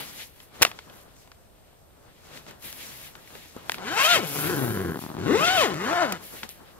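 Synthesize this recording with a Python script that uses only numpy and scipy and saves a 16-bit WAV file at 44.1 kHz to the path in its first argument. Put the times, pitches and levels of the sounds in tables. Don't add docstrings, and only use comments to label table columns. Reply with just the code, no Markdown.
import sys
import numpy as np
from scipy import signal
from scipy.fft import rfft, irfft, next_fast_len
from scipy.io import wavfile
from scipy.ndimage import uniform_filter1d

SR = 44100
rng = np.random.default_rng(int(sys.argv[2]) if len(sys.argv) > 2 else 0)


def makeup_ratio(level_db):
    decades = np.asarray(level_db, float) / 20
    return 10 ** decades


def wav_record(signal):
    frames = np.transpose(np.atleast_2d(signal))
    bounded = np.clip(frames, -1, 1)
    quanta = np.round(bounded * 32767).astype(np.int16)
    wavfile.write(sys.argv[1], SR, quanta)


N = 299829


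def line(table, column):
    columns = np.transpose(sorted(table))
    return np.interp(np.arange(N) / SR, columns[0], columns[column])


def span(table, fade_s=0.019):
    t = np.arange(N) / SR
    inside_s = np.minimum(t - table[0][0], table[-1][0] - t)
    return np.clip(inside_s / fade_s + 1, 0, 1)


def band(x, lo_hz, hi_hz):
    return signal.sosfilt(signal.butter(2, [lo_hz, hi_hz], "band", fs=SR, output="sos"), x)


def even(x, seconds):
    power = np.mean(np.atleast_2d(x) ** 2, axis=0)
    return x / np.sqrt(uniform_filter1d(power, int(seconds * SR)) + 1e-12)


def shape(x, gain_at):
    size = next_fast_len(N, True)
    hz = np.maximum(np.fft.rfftfreq(size, 1 / SR), 1)
    return irfft(rfft(x, size) * gain_at(hz), size)[..., :N]


def share_of(x, lo_hz, hi_hz, tilt):
    def step(f, hz):
        return np.sin(np.pi / 2 * np.clip(0.5 + np.log2(f / hz) / 0.9, 0, 1)) ** 2
    return shape(x, lambda f: (step(f, lo_hz) - step(f, hi_hz)) * f ** tilt)


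def coloured(points):
    hz, db = np.transpose(points)
    white = rng.standard_normal((2, N))
    x = shape(white, lambda f: makeup_ratio(np.interp(np.log(f), np.log(hz), db, -90, -90)))
    return x / x.std()


def walk(rate_hz):
    hold = int(SR / rate_hz)
    steps = np.repeat(rng.standard_normal(N // hold + 1), hold)
    return 1.3 * uniform_filter1d(uniform_filter1d(steps, hold), hold)[:N]


def blend(pair, alike):
    alike = np.clip(alike, 0, 1)
    return np.array([pair[0], alike * pair[0] + np.sqrt(1 - alike ** 2) * pair[1]])


def grains(per_s, spread_db):
    present = rng.random((2, N)) < per_s / SR
    size_db = spread_db * np.minimum(rng.exponential(size=(2, N)), 4)
    return present * rng.standard_normal((2, N)) * makeup_ratio(size_db)


def knocks(times, sizes):
    at, out = np.asarray(times) * SR, np.zeros(N + 2)
    i = np.clip(at.astype(int), 0, N)
    np.add.at(out, i, sizes * (1 - at + i))
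    np.add.at(out, i + 1, sizes * (at - i))
    return out[:N]


# pitch_hz, level_db (per Hz)
HUSH = [(12, -42), (20, -12), (75, -4.5), (124, -10.5), (155, -14), (257, -18.5), (630, -15.5),
        (1420, -31.5), (7030, -37.5), (8560, -28.5), (9310, -35.5), (13800, -33.5), (16300, -49)]
HUSH_DB = -56.5
# pitch_hz, level_db
MOTOR = [(7854, -86.5), (8473, -82), (11423, -85), (12662, -109), (13324, -90), (14077, -84.5)]


def hush():
    t = np.arange(N) / SR
    lines = 0
    for hz, db in MOTOR:
        cycles = hz * t + 0.3 * walk(12)
        lines = lines + makeup_ratio(db) * np.sqrt(2) * np.sin(2 * np.pi * cycles)
    return blend(coloured(HUSH), 0.29) * makeup_ratio(HUSH_DB + 0.29 * walk(1.7)) + lines


# peak_s, rise_s and fall_s (for 20 dB), level_db, brightness_db
RUSTLES = [(0.005, 0.06, 0.1164, -39, 1.5), (.21, .3, 0.14, -47.5, 4), (.43, .2, 0.1, -59, 5),
           (.556, 0.057, 0.28, -51, -4), (.602, 0.027, 0.16, -49, -7.5), (.68, .05, 0.74, -57, -4.5),
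           (1.22, 0.11, .08, -65, 5), (2.37, .22, 0.1782, -51, -2.5), (2.483, .04, .12, -50, -5.5),
           (2.645, 0.018, 0.22, -48, 7), (3.16, .04, 0.3, -62, -6), (3.36, .25, 0.4, -52, 1),
           (3.57, 0.0614, 0.25, -53.5, -7.5), (3.749, 0.11, .05, -43.5, 0), (3.786, 0.0273, 0.8, -53, -9.5),
           (4.41, 0.24, 0.37, -44, 13.5), (4.65, .25, 0.39, -47, 12), (5.02, .1, 0.13, -52.5, 11),
           (6.34, .06, 0.15, -52, -5), (6.436, 0.013, 0.05, -43.5, -5.5), (6.497, 0.0136, 0.11, -52.5, 8.5)]
# start_s, length_s, level_db, brightness_db
SLIDES = [
    (0.072, 0.16, -53.5, 0),
    (0.929, 0.087, -64, 6.5),
    (2.63, 0.44, -50, 4),
    (3.096, 0.615, -63.5, 0.5),
    (4.271, 0.2, -46.5, 10.5),
    (4.98, 0.26, -56, -6),
    (6.175, 0.28, -55.5, -2.5),
    (6.235, 0.15, -52, 8),
    (6.461, .34, -61, -3),
]
SLIDE_RISE_S, SLIDE_FALL_S = 0.04, 0.0855
REST_DB, REST_BRIGHT_DB = -68, -3.5
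# level_db, brightness_share
CLOTH_LAYERS = [(1.5, -1.05), (0.24, 0.14), (-2.5, 0.33), (-1.5, 1.035)]


def handling():
    t = np.arange(0, N + 64, 64) / SR
    moves = [(s, s, rise, fall, db, bright) for s, rise, fall, db, bright in RUSTLES]
    moves += [(s, s + length, SLIDE_RISE_S, SLIDE_FALL_S, db, bright) for s, length, db, bright in SLIDES]
    start, end, rise, fall, db, bright = np.transpose(moves)[..., None]
    level_db = db - 20 * (np.maximum(start - t, 0) / rise + np.maximum(t - end, 0) / fall)
    gains = []
    for own_db, share in CLOTH_LAYERS:
        resting = makeup_ratio(2 * (REST_DB + own_db + share * REST_BRIGHT_DB))
        moving = np.sum(makeup_ratio(2 * (level_db + own_db + share * bright)), axis=0)
        gains.append(np.interp(np.arange(N) / SR, t, np.sqrt(resting + moving)))
    return gains


CLOTH_EDGES_HZ = (100, 1700, 4500, 9000)
# pitch_hz, level_db (per Hz)
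SHEEN = [(4710, -41.5), (8000, -23), (9200, -12.5), (11600, -7), (14000, -14.5), (15700, -18), (16300, -19)]


def cloth(tape_gain):
    pops, out = grains(1200, 4.4), 0
    stir = blend(pops / pops.std() * 0.3 + rng.standard_normal((2, N)), 0.35)
    gains = handling()
    shared_db = 0.55 * walk(17)
    for k, tilt in enumerate((-0.35, -0.15, -0.05)):
        part = share_of(stir, *CLOTH_EDGES_HZ[k:k + 2], tilt)
        out = out + part / part.std() * gains[k] * makeup_ratio(shared_db + 2.34 * walk(25.02))
    swish_gain = np.hypot(gains[-1], tape_gain) * makeup_ratio(shared_db + 1.6 * walk(270))
    return out + blend(coloured(SHEEN), 0.63) * swish_gain


CLICK_EDGES_HZ = (70, 560, 3400, 13000)
# start_s, peak_db, thud_db, edge_db, ring_t60_s
SNAPS = [(0.613, -22, -10, -38.5, 0.011), (0.618, -19, -14.5, -36, 0.037), (0.62, -10, -18, -10, 0.012),
         (0.624, -3.5, -18, -4, 0.011), (0.629, -8, -22, -9, 0.022), (0.65, -7, -18, -20, 0.014),
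         (0.665, -25.5, -33, -49, 0.041), (3.696, -10.5, -45, -31, 0.0076), (3.719, -20, -36, -27, 0.012),
         (3.744, -22.5, -41, -36, 0.0079), (3.783, -27, -17, -57, 0.0081),
         (6.123, -24.5, -17.5, -25.5, 0.034), (6.432, -25, -38, -47, 0.015)]
# start_s, peak_db, thud_db, edge_db
TICKS = [(0.402, -37, -49, -63.5), (0.715, -30.5, -48, -61), (0.789, -29, -48, -64.5),
         (0.898, -38.5, -46, -62), (1.165, -50, -60, -55), (1.275, -48, -61, -56), (1.317, -39, -54, -60.5),
         (2.374, -38.5, -36, -46.5), (2.465, -41, -36.5, -55), (2.51, -39, -44, -47),
         (2.624, -44, -46.5, -43), (2.727, -32.5, -43.5, -35.5), (2.969, -53, -50.5, -57),
         (3.153, -36.5, -61, -61), (3.275, -43, -45, -60), (3.305, -43, -48, -60),
         (3.352, -37.5, -31, -53.5), (3.565, -48, -22, -47), (5.742, -29, -26, -34.5),
         (6.337, -48, -28, -50), (6.491, -46.5, -40, -32)]
TICK_T60_S = 0.017


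def clicks():
    out, t = np.zeros((2, N)), np.arange(4000) / SR
    for s, body_db, thud_db, edge_db, t60 in SNAPS + [(*tick, TICK_T60_S) for tick in TICKS]:
        i = int(s * SR)
        layers = ((thud_db - 9.0, 1.5), (body_db, 1.05), (edge_db + 6.5, 0.45))
        for k, (db, longer) in enumerate(layers):
            part = band(blend(rng.standard_normal((2, len(t))), 0.84), *CLICK_EDGES_HZ[k:k + 2])
            crack = makeup_ratio(-60 * t / (longer * max(t60, 0.004)))
            tail = makeup_ratio(-32.0 - 60 * t / (13.3 * t60))
            out[:, i:i + len(t)] += (part / part.std() * (crack + tail) * makeup_ratio(db))[:, :N - i]
    return out


# start_s, peak_db
CREEP = [(4.958, -16), (4.973, -19), (4.991, -18), (5.016, -25), (5.024, -22), (5.039, -18.5), (5.05, -24),
         (5.064, -18), (5.091, -24), (5.102, -19.5), (5.116, -21), (5.122, -30), (5.142, -24),
         (5.15, -19.5), (5.168, -17), (5.181, -23), (5.186, -25), (5.197, -21.5)]


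def creep():
    s, peak_db = np.transpose(CREEP)
    hit = knocks(s, makeup_ratio(peak_db))
    thump = band(hit, 110, 400) + 0.4 * band(hit, 400, 1100) + 0.04 * band(hit, 1300, 4000)
    return np.array([thump, thump]) * makeup_ratio(29.0)


# start_s, tooth_rate_hz, force_db
STROKES = [
    [(3.78, 199.8, -49.5), (3.84, 178, -40.5), (3.878, 243.7, -35), (4.03, 590, -26.5), (4.064, 620, -23),
     (4.092, 712, -23.5), (4.138, 705, -21.5), (4.162, 594.7, -22.5), (4.215, 225.1, -39)],
    [(4.262, 146.2, -39), (4.325, 143.6, -44), (4.39, 137.4, -35), (4.442, 143.8, -36), (4.5, 186, -33.5),
     (4.546, 150.4, -33), (4.7, 110.5, -37.5), (4.89, 83, -38), (4.97, 74.86, -44.5)],
    [(5.19, 81.5, -40.5), (5.24, 99.8, -38.5), (5.284, 168.7, -30.5), (5.356, 432.2, -29),
     (5.45, 690, -21.5), (5.5, 730, -24.5), (5.565, 715, -24), (5.612, 590.5, -22), (5.682, 220.1, -31.5)],
    [(5.745, 150, -38.5), (5.8, 171.9, -35), (5.846, 226.9, -29.5), (5.912, 320.2, -25),
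     (5.955, 358.4, -21.5), (6.004, 356.8, -23), (6.038, 309.1, -25), (6.085, 215.9, -33.5),
     (6.165, 159.8, -40)],
]
# start_s, wall_slack_db, slider_grit_db
DOOR = [(3.8, -2, -6.5), (3.93, -7.5, -4), (4.04, -10, 2.5), (4.11, -4, -.5), (4.17, 3, 0), (4.4, 3, -4),
        (4.56, 6, -9), (4.9, 10.5, -13), (5.24, 8, -10), (5.33, 10.5, -6), (5.44, 4, -5),
        (5.61, -2.5, -2.5), (5.76, 5, -7), (5.86, -2, -8.5), (5.98, -13.5, -14.5), (6.1, -1.5, -8)]
# level_db (at 300 teeth per s), slope_db (per octave of speed), grit_share
ZIP_LAYERS = [(-0.02, -0.03, 0.011), (0.06, 0.4, 1.01), (-5, -1, 0.99), (-10, -.5, 1.3)]
WALL_KNEE_HZ, WALL_DB_PER_OCT = 383, -18


def strokes():
    pull = sum(STROKES, [])
    hz, force_db = line(pull, 1), line(pull, 2)
    slack_db, grit_db = line(DOOR, 1), line(DOOR, 2)
    gate = span(STROKES[0] + STROKES[1]) + span(STROKES[2] + STROKES[3])
    moving = gate * makeup_ratio(force_db)
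    boom = makeup_ratio(slack_db + WALL_DB_PER_OCT * np.maximum(np.log2(hz / WALL_KNEE_HZ), 0))
    gains = [moving * boom]
    for db, slope, share in ZIP_LAYERS:
        gains.append(moving * makeup_ratio(db + slope * np.log2(hz / 300) + share * grit_db))
    return hz, grit_db, gains


PANEL_T60_S, PANEL_DB = 0.018, 2.0


def panel(x, count=3):
    t, out = np.arange(1024) / SR, 0
    tension = np.array([walk(14) for _ in range(count)])
    for weight in tension / np.sqrt(np.sum(tension ** 2, axis=0) + 1e-9):
        ring = blend(rng.standard_normal((2, len(t))), 0.87) * makeup_ratio(-60 * t / PANEL_T60_S)
        ring *= makeup_ratio(PANEL_DB) / np.sqrt(np.sum(ring[0] ** 2))
        out = out + signal.oaconvolve(x[None] * weight, ring, axes=1)[:, :N]
    return 0.45 * x + out


ZIP_EDGES_HZ = (70, 500, 1800, 3900, 9000)


def zipper(hz, grit_db, gains):
    phase = np.cumsum(hz * (1 + 0.037 * makeup_ratio(0.6 * grit_db) * walk(80))) / SR
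    tooth = np.arange(1, int(phase[-1]))
    times = np.interp(tooth, phase, np.arange(N) / SR)
    period = 1 / hz[(times * SR).astype(int)]
    push_late, push_size, snap_late, snap_size = rng.standard_normal((len(tooth), 4)).T
    stumble = np.minimum(0.012 + 900 * period ** 2, 0.038)

    push = knocks(times + stumble * period * push_late, makeup_ratio((1.6 + 5 * stumble) * push_size))
    snap = knocks(times + (0.299 + 2 * stumble * snap_late) * period, makeup_ratio(-4.0 + 2.89 * snap_size))
    teeth = panel(even(push - snap, 0.04))
    puff = rng.standard_normal((2, N)) * (0.3 + np.exp(-(phase % 1) / 0.3))
    friction = blend(even(puff, 0.04), 0.4)

    rough = np.clip(0.27 + 15 / hz, 0, 0.38) * makeup_ratio(0.35 * grit_db + 2)
    grip_db, out = 1.3 * walk(60), 0
    layers = ((0.55, 0.35), (0.85, -0.08), (1.1, -0.5), (2.4, -0.4))
    for k, (noisier, tilt) in enumerate(layers):
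        share = np.clip(rough * noisier, 0, 1)
        buzz = np.sqrt(1 - share) * teeth + np.sqrt(share) * friction
        part = share_of(buzz, *ZIP_EDGES_HZ[k:k + 2], tilt)
        out = out + even(part, 0.05) * gains[k] * makeup_ratio(grip_db + 1.1 * walk(45))
    return out


ZIP_LEFT_DB, HANDS_LEFT_DB = 4.5, 2.1


def scene():
    hz, grit_db, gains = strokes()
    side = np.array([[0.5], [-0.5]])
    door = (zipper(hz, grit_db, gains) + creep()) * makeup_ratio(ZIP_LEFT_DB * side)
    hands = (cloth(gains[-1]) + clicks()) * makeup_ratio(HANDS_LEFT_DB * side)
    return (door + hands) * makeup_ratio(-0.3) + hush()


def band_limit(x):
    return signal.sosfilt(signal.butter(12, 16460, fs=SR, output="sos"), x)


# pitch_hz, lead_rad
LEAD = [(100, .75), (500, 1.1), (1000, 1.3), (1900, 1.1), (3000, 1.6), (5200, 2.4), (8500, 3.2),
        (11300, 4.4), (13500, 5.4), (16000, 6.1)]
TOP_HZ = 15830


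def record(dry):
    hz, rad = np.transpose(LEAD)
    half_turn = np.array([[0.5j], [-0.5j]])
    ports = shape(dry, lambda f: np.exp(half_turn * np.interp(f, hz, rad)))
    rounded = 0.9 * np.tanh(ports / 0.9)
    mix = shape(rounded, lambda f: np.clip((TOP_HZ - f) / 160, 0, 1))
    return band_limit(mix)


dry = scene()
out = record(dry)
wav_record(out)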